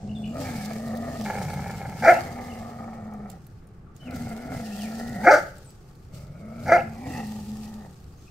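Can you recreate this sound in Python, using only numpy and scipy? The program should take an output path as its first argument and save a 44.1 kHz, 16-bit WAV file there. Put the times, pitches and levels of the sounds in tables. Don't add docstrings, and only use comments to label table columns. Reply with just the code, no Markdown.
import sys
import numpy as np
from scipy import signal
from scipy.fft import rfft, irfft, next_fast_len
from scipy.io import wavfile
from scipy.ndimage import uniform_filter1d, minimum_filter1d

SR = 44100
rng = np.random.default_rng(int(sys.argv[2]) if len(sys.argv) > 2 else 0)


def ratio(d):
    e = np.asarray(d, float) / 20
    return 10 ** e


def wav_record(signal):
    frames = np.transpose(np.atleast_2d(signal))
    bounded = np.clip(frames, -1, 1)
    quanta = np.round(bounded * 32767).astype(np.int16)
    wavfile.write(sys.argv[1], SR, quanta)


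N = 366030

# [t/s, f/Hz, level/dB]
HUMS = [
    [(0.0, 201.8, -39), (0.308, 219.4, -36.5), (0.41, 274.7, -37), (0.51, 244, -35.5), (0.6, 203, -38.5),
     (0.72, 224.2, -37.5), (0.96, 227.4, -33.5), (1.14, 251.5, -36.5), (1.32, 189.4, -34.5)],
    [(1.98, 196.9, -30.5), (2.08, 250.2, -41), (2.492, 242.4, -41), (2.548, 224.8, -41),
     (2.718, 237.3, -44), (3.234, 205.4, -41.5), (3.42, 168.8, -57.5)],
    [(4.03, 242.3, -37), (4.118, 254.8, -35.5), (4.336, 220.6, -38.5), (4.51, 262.2, -38.5),
     (4.7, 201.7, -37.5), (5.1, 237.3, -35.5), (5.19, 187, -36.5), (5.24, 222.5, -31.5), (5.28, 300, -28.5)],
    [(6.1, 102.1, -49.5), (6.316, 142.9, -49), (6.45, 214.7, -45), (6.702, 245.3, -40.5), (6.944, 218, -43),
     (7.088, 268.7, -37), (7.218, 215.5, -37.5), (7.794, 211.5, -42.5), (7.95, 165, -50)],
]
# [t/s, f/Hz, level/dB]
SLACK_HUM = [(1.32, 161.2, -46), (1.386, 190, -35.5), (1.44, 154.2, -40), (1.516, 154, -40),
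             (1.636, 215, -42), (1.98, 153.2, -41)]
# [t/s, level/dB]
RUMBLE = [(0.0, -40.5), (0.55, -37.5), (0.76, -43), (1.52, -34.5), (2.26, -42), (3.83, -54.5),
          (4.28, -36.5), (4.39, -52), (4.57, -33), (4.67, -55.5), (5.06, -45), (5.15, -37.5), (5.41, -49),
          (6.08, -67), (6.15, -41.5), (6.54, -46), (6.63, -35), (8.3, -56)]
# [t/s, effort level/dB]
RASPS = [
    [(.27, -49), (.32, -47.5), (.37, -32.5), (.45, -41.5)],
    [(.4, -61), (.46, -36), (.7, -43.5), (.8, -55)],
    [(.66, -47), (.74, -43.5), (.85, -39.5), (1.08, -36), (1.25, -41.5)],
    [(1.245, -40.5), (1.263, -31.5), (1.42, -37.5), (1.96, -41.5), (2.03, -38.5)],
    [(2.18, -37), (2.6, -42.5), (2.65, -50)],
    [(2.6, -46.5), (2.67, -40.5), (3.28, -48), (3.37, -54), (3.45, -82)],
    [(3.98, -64), (4.09, -42.5), (4.47, -43), (4.55, -36), (4.64, -52.5)],
    [(4.58, -53.5), (4.65, -44.5), (4.88, -42.5), (5.2, -39), (5.24, -31.5)],
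    [(6.08, -66), (6.14, -52), (6.3, -54), (6.55, -46.5), (6.67, -44)],
    [(6.84, -48), (7.02, -45), (7.08, -38)],
    [(7.05, -54), (7.11, -39.5), (7.19, -35.5), (7.28, -49.5), (7.4, -56.5)],
    [(7.26, -54), (7.4, -55.5), (7.82, -49.5), (7.95, -69)],
    [(0, -47.5), (.3, -48.5), (.35, -56)],
]
# [first f/Hz at start, first f/Hz at end, second f/Hz, third f/Hz, fourth f/Hz]
GRIPS = [(673, 590, 1250, 1800, 2340), (793, 710, 1260, 1726, 2250), (663, 680, 1186, 1810, 2200),
         (806, 803, 1360, 1710, 2200), (770, 750, 1230, 1780, 2133), (725, 750, 1230, 1820, 2200),
         (685, 732, 1426, 1770, 2160), (720, 720, 1330, 1793, 1600), (566, 658, 1280, 1730, 2110),
         (758, 790, 2500, 1200, 2160), (782, 820, 1210, 1876, 2650), (820, 810, 1240, 1880, 2600),
         (717, 660, 1500, 1650, 2100)]
# [second, third, fourth level/dB over the first, slide of their pitch/factor]
GRIP_TONE = [(-11.5, -20.5, -25, 1.03), (-11, -9, -8.5, 0.966), (-12.5, -13.5, -26.5, 1.017),
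             (-11.5, -12.5, -10.5, .98), (-11, -17.5, -12, .97), (-8.5, -18, -22.5, 1.027),
             (-8, -19.5, -11, 0.94), (-10.5, -7.5, -22, 1.09), (-8, -35.5, -13, 1.064),
             (-12.5, -16.5, -12.5, 0.88), (-13.5, -7.5, -14.5, 0.997), (-11, -12.5, -29, 0.97),
             (-27, -37, -26, 0.98)]
BARKER_GRIP = 3
FLUTTER_PER_S = 23
DULLING = 0.18
# [t/s, peak level/dB]
FLAPS = [(0.334, -40), (0.362, -40), (0.406, -28), (0.462, -27), (0.624, -37), (0.665, -43), (0.703, -29.5),
         (0.754, -32), (0.794, -31), (0.836, -28.5), (0.881, -27), (0.937, -26), (1.013, -39), (1.036, -35),
         (1.07, -25), (1.143, -29), (1.199, -27.5), (2.257, -27.5), (2.385, -29), (2.617, -34.5),
         (2.64, -31.5), (2.755, -48), (2.785, -34.5), (2.842, -39.5), (2.872, -33.5), (2.931, -44),
         (2.968, -37), (3.019, -36), (3.065, -35), (3.117, -32), (3.197, -37), (3.25, -33.5), (3.331, -38),
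         (3.363, -45),
         (4.023, -38), (4.252, -35), (4.309, -38.5), (4.386, -40), (4.449, -33.5), (4.513, -29.5),
              (4.549, -31), (4.592, -32), (4.63, -33.5), (4.712, -34), (4.762, -38), (4.802, -41.5),
              (4.847, -38), (4.896, -42.5), (4.943, -36), (4.987, -27.5), (5.089, -36.5), (5.158, -34),
              (5.247, -10),
         (7.052, -38), (7.079, -33), (7.153, -39), (7.174, -31.5), (7.314, -38.5), (7.352, -40),
              (7.382, -35), (7.425, -45), (7.457, -46), (7.548, -41), (7.646, -48), (7.694, -47),
              (7.844, -38)]
# [t/s, peak level/dB]
HARD_FLAPS = [(1.256, -28.5), (1.294, -25), (1.347, -27.5), (1.373, -25.5), (1.411, -28), (1.444, -33.5),
              (1.475, -31.5), (1.494, -29), (1.53, -29.5), (1.567, -32.5), (1.587, -30.5), (1.621, -32),
              (1.639, -31.5), (1.66, -29), (1.694, -30.5), (1.736, -35.5), (1.771, -38.5), (1.807, -31),
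              (1.849, -32), (1.888, -35), (1.918, -35), (1.978, -41.5)]
FLAP_OPEN_S, FLAP_SHUT_S, FLAP_CREST_DB, BETWEEN_DB = .007, .011, -11, -2
HARD_SHUT_S, HARD_CREST_DB, HARD_BETWEEN_DB = .007, -5, -4
# [t/s, peak level/dB]
SLAPS = [(1.255, -27), (1.372, -22), (1.62, -27), (1.659, -22), (1.695, -23), (1.736, -29), (1.806, -28),
         (1.85, -27), (2.385, -26.5), (2.842, -30), (2.932, -32)]

# [peak t/s, level/dB, rise over 20 dB/s, fall over 20 dB/s]
TUGS = [(.42, -44, 0.09, 1), (.66, -45.5, 0.46, -0.2), (1.3, -45, 0.57, 1.5), (2.08, -37, 0.12, 0.25),
        (2.55, -53, 1, 0.5), (3.45, -67, 0.5, 0.6), (3.3, -60, .04, 0.16), (3.97, -61.5, -0.4, 1),
        (4.14, -49, -0.01, 0.86), (4.53, -46.5, 0, 0.5), (4.83, -46, .5, 0.9), (5.34, -37.5, 0.2, 0.14),
        (5.47, -56, -0.4, 0.56), (6.15, -51, 0, 0.15), (6.6, -60, -0.56, 6.7), (6.75, -44, 0.19, 0.09),
        (7.14, -48, 0.15, 0.98), (7.65, -54.5, 2.3, 0.2)]
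# [peak t/s, level/dB, rise over 20 dB/s, fall over 20 dB/s]
SWISHES = [
    (.02, -60.5, 3, 1.2),
    (.25, -64.5, 0.2, 1),
    (2.85, -63.5, 2.5, 0.7),
    (8.21, -63.5, -0.1, 3),
]
# [f/Hz, level per Hz/dB]
LEAF_COLOUR = [(1470, -25), (2500, -4), (3550, -6.5), (4760, -2), (5650, -4.5), (8870, -7), (9660, -13),
               (12600, -10), (16000, -15)]
DULL_HZ = 8800
# [t/s, peak level/dB, f/Hz, left-right level/dB]
TICKS = [(0.5541, -49, 4570, -7.5), (0.5786, -47, 4580, 1.0), (0.877, -38, 4440, 0.5),
         (0.9517, -41, 4040, -2), (0.9709, -37.5, 4050, 8), (2.4457, -46, 4834, 5), (3.1358, -49, 6230, 4),
         (3.299, -37, 7200, -12), (3.3144, -46.5, 7200, -10), (3.466, -46.5, 11470, -9),
         (3.6705, -53.5, 9100, 4.5), (3.9633, -46.5, 6900, -9), (4.1084, -43, 4300, 11.5),
         (4.159, -37, 4950, 3), (4.2906, -42, 7580, -8), (4.8304, -38, 4540, -1), (5.0923, -39, 7150, -2.5),
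         (5.5812, -45, 7880, 9), (5.704, -47.5, 5070, -5.5), (5.952, -54, 4500, -4.5),
         (7.2674, -41.5, 4930, 0.0)]
# [t/s, length/s, start f/Hz, end f/Hz, level/dB]
TRILLS = [(.078, 0.058, 2760, 2860, -58), (.224, 0.069, 2860, 2820, -52), (.228, 0.065, 2500, 2510, -57.5),
          (.145, 0.13, 8440, 8400, -72), (.26, 0.078, 7360, 7340, -68), (2.485, 0.052, 3200, 2720, -56.5),
          (5.646, 0.022, 8840, 8600, -58.5), (5.657, .05, 8020, 7830, -61.5),
          (8.159, 0.09, 6500, 6230, -71), (8.261, 0.038, 2520, 2610, -63) ]
# [t/s, length/s, start f/Hz, end f/Hz, level/dB]
WHISTLES = [(.148, 0.033, 3750, 3430, -57.5), (.175, 0.11, 3470, 3450, -70),
            (3.86, 0.036, 1403, 1154, -66.5), (3.995, 0.059, 3000, 3070, -64.5),
            (4.047, 0.06, 3110, 2300, -61), (4.655, .024, 2980, 2610, -62),
            (4.71, 0.044, 2450, 2760, -58.5), (4.777, 0.11, 3470, 2130, -58)]
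TRILL_PER_S = 52
# [f/Hz, level per Hz/dB]
TOWN = [(12, -11.5), (24, 3), (79, -1), (98, 1), (163, -1.5), (228, -40.5), (367, -9), (542, -27),
        (849, -20), (1030, -44), (1120, -22.5), (1440, -28.5), (1610, -30), (16000, -80)]
TOWN_DB = -47

# [t/s, effort level/dB, f/Hz]
BARKS = [
    [(2.02, -33.5, 372.3), (2.045, -21.5, 398), (2.066, -13.5, 362.7), (2.071, -20.5, 331.2),
     (2.082, -6.5, 316.8), (2.104, -10.5, 372.2), (2.128, -13, 324), (2.136, -29, 392.4), (2.2, -34.5, 401)],
    [(5.232, -39, 381), (5.25, -25.5, 400.3), (5.26, -23, 309.7), (5.277, -6, 323.5), (5.3, -14, 425.4),
     (5.316, -18.5, 440)],
    [(5.3, -23.5, 290.5), (5.314, -14.5, 289.4), (5.325, -10.5, 292.8), (5.36, -18.5, 292),
     (5.383, -26.5, 284.4), (5.4, -40.5, 280.8), (5.5, -50, 270), (5.7, -64, 260)],
    [(6.655, -41.5, 379.7), (6.7, -19.5, 353.5), (6.713, -24, 321), (6.722, -10.5, 325.3),
     (6.745, -15, 363.6), (6.768, -15, 329), (6.775, -27, 378.5), (6.794, -23.5, 391), (6.815, -46, 372)],
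]
# [brightness/dB, slack-mouth flare/dB, teeth hiss/dB, chest note/dB, cheeks/dB,
# tilt per resonance/dB, dulling after the peak/dB per s]
BARK_VOICE = [(-4.5, -0.5, -3.5, -6.5, -9.5, 0.5, -130), (-3.5, -31, -6, 0, -9, 0, -58),
              (-2.5, -30, 2.5, -10.5, -8.5, -0.5, -9), (-5.5, 7.5, 1, -4, -6, 0.5, -70)]
CLEAN_DB = [-14, -14, -11, -22]
# [f/Hz, width/Hz, level/dB]
LOW_MOUTH = [(353, 73, -9.5), (714, 150, 5)]
# [f/Hz, width/Hz, level/dB]
HIGH_MOUTH = [(1344, 260, 2), (1598, 280, 5), (1950, 220, -4), (2146, 230, 2.5), (2398, 97, -9)]
# [f/Hz, width/Hz, level/dB]
CHEEKS = [(533.7, 130, -1), (861, 113, -6)]
# [f/Hz, width/Hz, level/dB]
TEETH = [(4050, 340, -39.5), (4740, 330, -29.5), (5680, 270, -33), (6064, 770, -30.5)]
CLEAN_ROUGH, ROUGH_PER_DB, LOOSE_ROUGH = .04, .05, .9
TIGHTEN_S = .01
MOUTH_HZ, MOUTH_FOLLOW = 346, 0.96
CLOSING, BREATHY = 5.3, 0.41
TRAP_HZ, TRAP_WIDTH, TRAP_SHARE = 1090, 260, .75
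MOUTH_TOP_HZ, SPENT_DB = 2650, -26

# [f/Hz, left-right level/dB, left lead/rad]
GROWLER_PORTS = [(100.7, 0, -.15), (340, 0.9, 0.29), (520, 3.2, 0.71), (860, -4.5, 0.88), (1240, 5, 1),
                 (1700, 0.8, 0.81), (2200, -4.5, .5), (3000, -2, .3)]
# [f/Hz, left-right level/dB, left lead/rad]
BARKER_PORTS = [(300, -0.5, -0.2), (600, 1, 0), (851, -2.1, .1), (1195, 2.5, -.25), (1500, 3.5, -0.18),
                (1800, 0, -0.73), (2300, -1.5, -0.43), (6000, 2, -0.42)]
# [f/Hz, likeness 0..1]
SAME = [(30, 1), (250, 0.94), (1000, 0.28), (3000, 0.17), (8000, 0.067)]
# [f/Hz, t60/s]
YARD = [(200, .4), (600, .3), (1500, .38), (3000, .3), (8000, .2)]
CEILING, EDGE_HZ = .97, 15720


def evened(x):
    return x / np.sqrt(np.mean(x ** 2) + 1e-20)


def read(points, hz):
    f, value = np.transpose(points)
    return np.interp(np.log(hz + 1), np.log(f + 1), value)


def add(mix, s, sound):
    part = mix[..., max(round(s * SR), 0):][..., :sound.shape[-1]]
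    part += sound[..., :part.shape[-1]]


def columns(rows):
    s, *rest = np.transpose(rows)
    t = np.arange(s[0], s[-1], 1 / SR)
    return s[0], [np.interp(t, s, c) for c in rest]


def wander(count, hz):
    lowpass = signal.butter(2, hz, fs=SR, output="sos")
    return evened(signal.sosfilt(lowpass, rng.standard_normal(count + 4000))[4000:])


def resonate(x, hz, width):
    turn = np.exp(2j * np.pi * np.cumsum(hz * np.ones(len(x))) / SR)
    r = np.exp(-np.pi * width / SR)
    return 2 * (turn * signal.lfilter([(1 - r) ** 2], [1, -2 * r, r * r], x / turn)).real


def likeness(hz):
    same = np.clip(read(SAME, hz), 0, 1)
    return same, np.sqrt(1 - same ** 2)


def hiss(colour, patchy_db, flicker_db):
    frames, hz = N // 128 + 5, np.fft.rfftfreq(512, 1 / SR)
    a, b, c, d, patches = rng.standard_normal((frames, 257, 5)).T
    patches = uniform_filter1d(patches, size=8, axis=0)
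    patches = evened(uniform_filter1d(patches, size=16, axis=1))
    flicker = evened(uniform_filter1d(rng.standard_normal(frames), size=6))
    same, apart = likeness(hz[:, None])
    left = a + 1j * b
    z = np.array([left, same * left + apart * (c + 1j * d)])
    z *= ratio(read(colour, hz)[:, None] + patchy_db * patches + flicker_db * flicker)
    return signal.istft(z, nperseg=512, noverlap=384)[1][:, :N]


def hum(rows, waver=.034, throb_db=2.2):
    s, (hz, db) = columns(rows)
    turns = 2 * np.pi * np.cumsum(hz * (1 + waver * wander(len(hz), 46))) / SR
    tone = np.sin(turns) + ratio(-24) * np.sin(2 * turns)
    level = np.sqrt(2) * ratio(db + throb_db * wander(len(hz), 60))
    return s, level * tone * signal.windows.tukey(len(hz), .08)


def pulses(count, rate, jitter, spread_db, clump_db, air):
    turns = np.cumsum(rate * np.exp(jitter * wander(count, 60))) / SR
    strength = ratio(spread_db * np.clip(rng.standard_normal(count), -2, 1.5))
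    slaps = np.diff(np.floor(turns), prepend=0) * strength
    puffs = np.exp(-(turns % 1) / .5) * rng.standard_normal(count)
    return (evened(slaps) + air * evened(puffs)) * ratio(clump_db * wander(count, 28))


def rumble():
    s, (db,) = columns(RUMBLE)
    drive = pulses(len(db), rate=48, jitter=.5, spread_db=2, clump_db=.8, air=1.4)
    chest = resonate(drive, 163, 80) - ratio(-2.5) * resonate(drive, 95, 70)
    chest = chest + ratio(-14) * resonate(drive, 235, 90)
    return s, ratio(db) * evened(chest)


def flaps(s, count, hard):
    out, t = np.zeros(N), np.arange(2600) / SR
    shut, crest_db = (HARD_SHUT_S, HARD_CREST_DB) if hard else (FLAP_SHUT_S, FLAP_CREST_DB)
    closing = np.exp(-(np.maximum(t - FLAP_OPEN_S, 0) / shut) ** 2 / 2)
    shape = np.minimum(t / FLAP_OPEN_S, 1) * closing
    for at, db in HARD_FLAPS if hard else FLAPS:
        add(out, at, ratio(db + crest_db) * shape)
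    return out[round(s * SR):][:count]


def rasp(rows, grip, tone, hard):
    s, (db,) = columns(rows)
    count = len(db)
    start_hz, end_hz, *upper = grip
    *over_db, slide = tone
    first = np.linspace(start_hz, end_hz, count)
    slid = slide ** np.linspace(0, 1, count) * (1 + .018 * wander(count, 9))
    flap = 2 * np.pi * np.cumsum(FLUTTER_PER_S * (1 + .12 * wander(count, 8))) / SR
    drive = pulses(count, rate=160, jitter=.35, spread_db=1.6, clump_db=.6, air=.9)
    drive = drive * ratio(.8 * (np.sin(flap) + .2 * np.sin(2 * flap)))
    low = resonate(drive, first, 170) - ratio(-9.0) * resonate(drive, .67 * first, 200)
    low = low + ratio(-10.5) * resonate(drive, 385, 150)
    high = np.zeros(count)
    for k, (gain_db, hz, width) in enumerate(zip(over_db, upper, (200, 230, 260))):
        high += (-1) ** k * ratio(gain_db) * evened(resonate(drive, hz * slid, width))
    between = ratio(db + (HARD_BETWEEN_DB if hard else BETWEEN_DB))
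    fall_db = db - db.max()
    level = np.hypot(between, flaps(s, count, hard) * np.minimum(ratio(fall_db + 16.5), 1))
    mouth = evened(low) + ratio(DULLING * fall_db + 1.0) * high
    return s, level * mouth * signal.windows.tukey(count, .025)


def pull(tugs):
    t = np.arange(0, N / SR + .01, .004)
    power = np.zeros(len(t))
    for s, db, rise, fall in tugs:
        lost = np.maximum((s - t) / max(rise, .03), (t - s) / max(fall, .03))
        power += ratio(2 * (db - 20 * np.clip(lost, 0, 5)))
    return np.interp(np.arange(N) / SR, t, np.sqrt(power))


def leaves():
    scrape = hiss(LEAF_COLOUR, patchy_db=1.1, flicker_db=1.5)
    crackle = ratio(5.6 * np.minimum(rng.exponential(1, (2, N)), 5))
    crackle = crackle * (rng.random((2, N)) < 220 / SR)
    crackle = signal.lfilter([1], [1, -.97], crackle + .8 * crackle[::-1])
    near = evened(scrape * (1 + .3 * evened(crackle)))
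    far = signal.sosfilt(signal.butter(8, DULL_HZ, fs=SR, output="sos"), near[:, ::-1])
    return (pull(TUGS) * near + pull(SWISHES) * far) * ratio([[.4], [-.4]])


def town():
    return ratio(TOWN_DB) * evened(hiss(TOWN, patchy_db=.7, flicker_db=.4))


def birds():
    out = np.zeros(N)
    for notes, trill in ((TRILLS, TRILL_PER_S), (WHISTLES, 0)):
        for s, length, start_hz, end_hz, db in notes:
            t = np.arange(0, length, 1 / SR)
            turns = 2 * np.pi * trill * t
            shape = signal.windows.tukey(len(t), .4) * (1 + 1.8 * np.cos(turns))
            hz = end_hz + (start_hz - end_hz) * (1 - t / length) ** 1.4
            hz = hz + 110 * np.sin(turns) + 45 * wander(len(t), 83)
            whistle = np.sin(2 * np.pi * np.cumsum(hz) / SR)
            add(out, s, ratio(db + 2.0 * wander(len(t), 60)) * shape * whistle)
    return out


def ticks():
    out, t = np.zeros((2, N)), np.arange(900) / SR
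    snaps = signal.lfilter([1, -1], [1, -.4], rng.standard_normal((len(TICKS), len(t))))
    shape = ratio(-60 * t / .025) * np.minimum(t / .0015, 1)
    for (s, db, hz, pan_db), snap in zip(TICKS, snaps):
        tick = (snap + .7 * evened(resonate(snap, hz, 1500))) * shape
        add(out, s, ratio(db - 4.5) * tick * ratio([[pan_db / 2], [-pan_db / 2]]))
    return out


def slap(row):
    s, db = row
    t = np.arange(900) / SR
    gains_db, t60s = (-4.5, -5.5, -15.5, -8.0), (.025, 0.0055, 0.0151, 0.011)
    rings = np.zeros(len(t))
    for hz, gain_db, t60 in zip(GRIPS[BARKER_GRIP][1:], gains_db, t60s):
        rings += ratio(gain_db - 60 * t / t60) * np.sin(2 * np.pi * hz * t)
    return s, ratio(db + 1.5) * rings * np.minimum(t / 0.0017, 1)


def bark(rows, clean_db, bright_db, flare_db, teeth_db, chest_db, cheek_db, tilt_db, fade_db):
    s, (db, hz) = columns(rows)
    count = len(db)
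    at = np.arange(count)
    late_db = np.interp(at - TIGHTEN_S * SR, at, db)
    slack_db = np.maximum(clean_db - np.minimum(db, late_db), 0)
    rough = np.clip(CLEAN_ROUGH + ROUGH_PER_DB * slack_db, 0, LOOSE_ROUGH)
    turns = np.cumsum(hz * (1 + .08 * rough * wander(count, 120))) / SR
    folds = sum(np.cos(2 * np.pi * k * turns) for k in range(1, 22))
    puffs = (.4 + np.exp(-(turns % 1) / .3)) * rng.standard_normal(count)
    air = evened(puffs)
    drive = (1 - rough) * evened(folds) * 0.16 + rough * air

    mouth = (hz / MOUTH_HZ) ** MOUTH_FOLLOW
    (chest_hz, chest_width, chest_gain), (first_hz, first_width, first_gain) = LOW_MOUTH
    low = ratio(chest_gain + chest_db) * resonate(drive, chest_hz * mouth, chest_width)
    low = low - ratio(first_gain) * resonate(drive, first_hz * mouth, first_width)
    cheeks = sum(ratio(g) * resonate(air, f, w) for f, w, g in CHEEKS)
    low = low + ratio(first_gain + cheek_db) * cheeks * np.sqrt(rough)

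    upper = mouth ** .22
    breathy_drive = drive + BREATHY * np.sqrt(rough) * air
    high = np.zeros(count)
    for k, (f, width, gain_db) in enumerate(HIGH_MOUTH):
        gain = (-1) ** k * ratio(gain_db + tilt_db * k) * np.minimum(upper, 1) ** (CLOSING * k)
        high += gain * resonate(breathy_drive, f * upper, width)

    low, high = (b - TRAP_SHARE * resonate(b, TRAP_HZ, TRAP_WIDTH) for b in (low, high))
    band = signal.butter(6, (TRAP_HZ + 90, MOUTH_TOP_HZ), "bandpass", fs=SR, output="sos")
    high = signal.sosfilt(band, high)
    low, high = (b / np.sqrt(abs(uniform_filter1d(b ** 2, size=900)) + 1e-9) for b in (low, high))
    teeth = sum(ratio(g) * evened(resonate(puffs, f, w)) for f, w, g in TEETH)
    gape = rough * np.clip((mouth - 1) * 10, 0, 1) * (late_db > db)
    flare = gape * evened(resonate(puffs, 2650, 300))
    top = high + ratio(flare_db) * flare + ratio(teeth_db) * (1 + 2.5 * rough) * teeth
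    bright_db = bright_db + np.maximum(fade_db * np.maximum(at - db.argmax(), 0) / SR, -8)
    bright_db = bright_db + .06 * np.minimum(db - SPENT_DB, 0)
    return s, ratio(db) * (low + ratio(bright_db) * top) * signal.windows.tukey(count, .05)


def ports(x, place):
    size = next_fast_len(N)
    hz, (at_hz, db, lead) = np.fft.rfftfreq(size, 1 / SR), np.transpose(place)
    tilt = ratio(np.interp(hz, at_hz, db) / 2) * np.exp(.5j * np.interp(hz, at_hz, lead))
    return irfft(rfft(x, size) * np.array([tilt, 1 / tilt]), size)[:, :N]


def yard(x):
    taps = np.zeros((2, 24000))
    at = np.arange(300, 23980, 20) + rng.integers(0, 20, (2, 1184))
    np.put_along_axis(taps, at, rng.choice([-1., 1.], at.shape), 1)
    hz, t, z = signal.stft(taps, SR, nperseg=256)
    decay = ratio(-60 * t / read(YARD, hz)[:, None])
    tail = signal.istft(z * decay, SR, nperseg=256)[1]
    same, apart = likeness(np.fft.rfftfreq(tail.shape[1], 1 / SR))
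    left, other = rfft(tail)
    tail = irfft(np.array([left, same * left + apart * other]), tail.shape[1])
    return signal.oaconvolve(x[None], tail / np.linalg.norm(tail[0]), axes=1)[:, :N]


def scene():
    growler, barker, far = np.zeros(N), np.zeros(N), birds()
    rasps = []
    for k, (rows, grip, tone) in enumerate(zip(RASPS, GRIPS, GRIP_TONE)):
        rasps.append(rasp(rows, grip, tone, hard=k == BARKER_GRIP))
    barker_voices = [rasps.pop(BARKER_GRIP), hum(SLACK_HUM, waver=.16)]
    barker_voices += [slap(row) for row in SLAPS]
    for rows, clean_db, voice in zip(BARKS, CLEAN_DB, BARK_VOICE):
        barker_voices.append(bark(rows, clean_db, *voice))
    for voice in [hum(rows) for rows in HUMS] + rasps + [rumble()]:
        add(growler, *voice)
    for voice in barker_voices:
        add(barker, *voice)
    dogs = ports(growler, GROWLER_PORTS) + ports(barker, BARKER_PORTS)
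    echoes = yard(ratio(-11.0) * (growler + barker) + ratio(-2.5) * far)
    return dogs + far * ratio([[2.5], [-2.5]]) + echoes + leaves() + ticks() + town()


def low_pass(x):
    return signal.sosfilt(signal.butter(12, 16390, fs=SR, output="sos"), x)


def record(dry):
    room = minimum_filter1d(np.minimum(CEILING / (abs(dry).max(0) + 1e-9), 1), size=301)
    limited = dry * uniform_filter1d(room, size=151)
    edge = signal.firwin(401, EDGE_HZ, window=("kaiser", 8), fs=SR)
    return low_pass(signal.oaconvolve(limited, edge[None], "same"))


dry = scene()
out = record(dry)
wav_record(out)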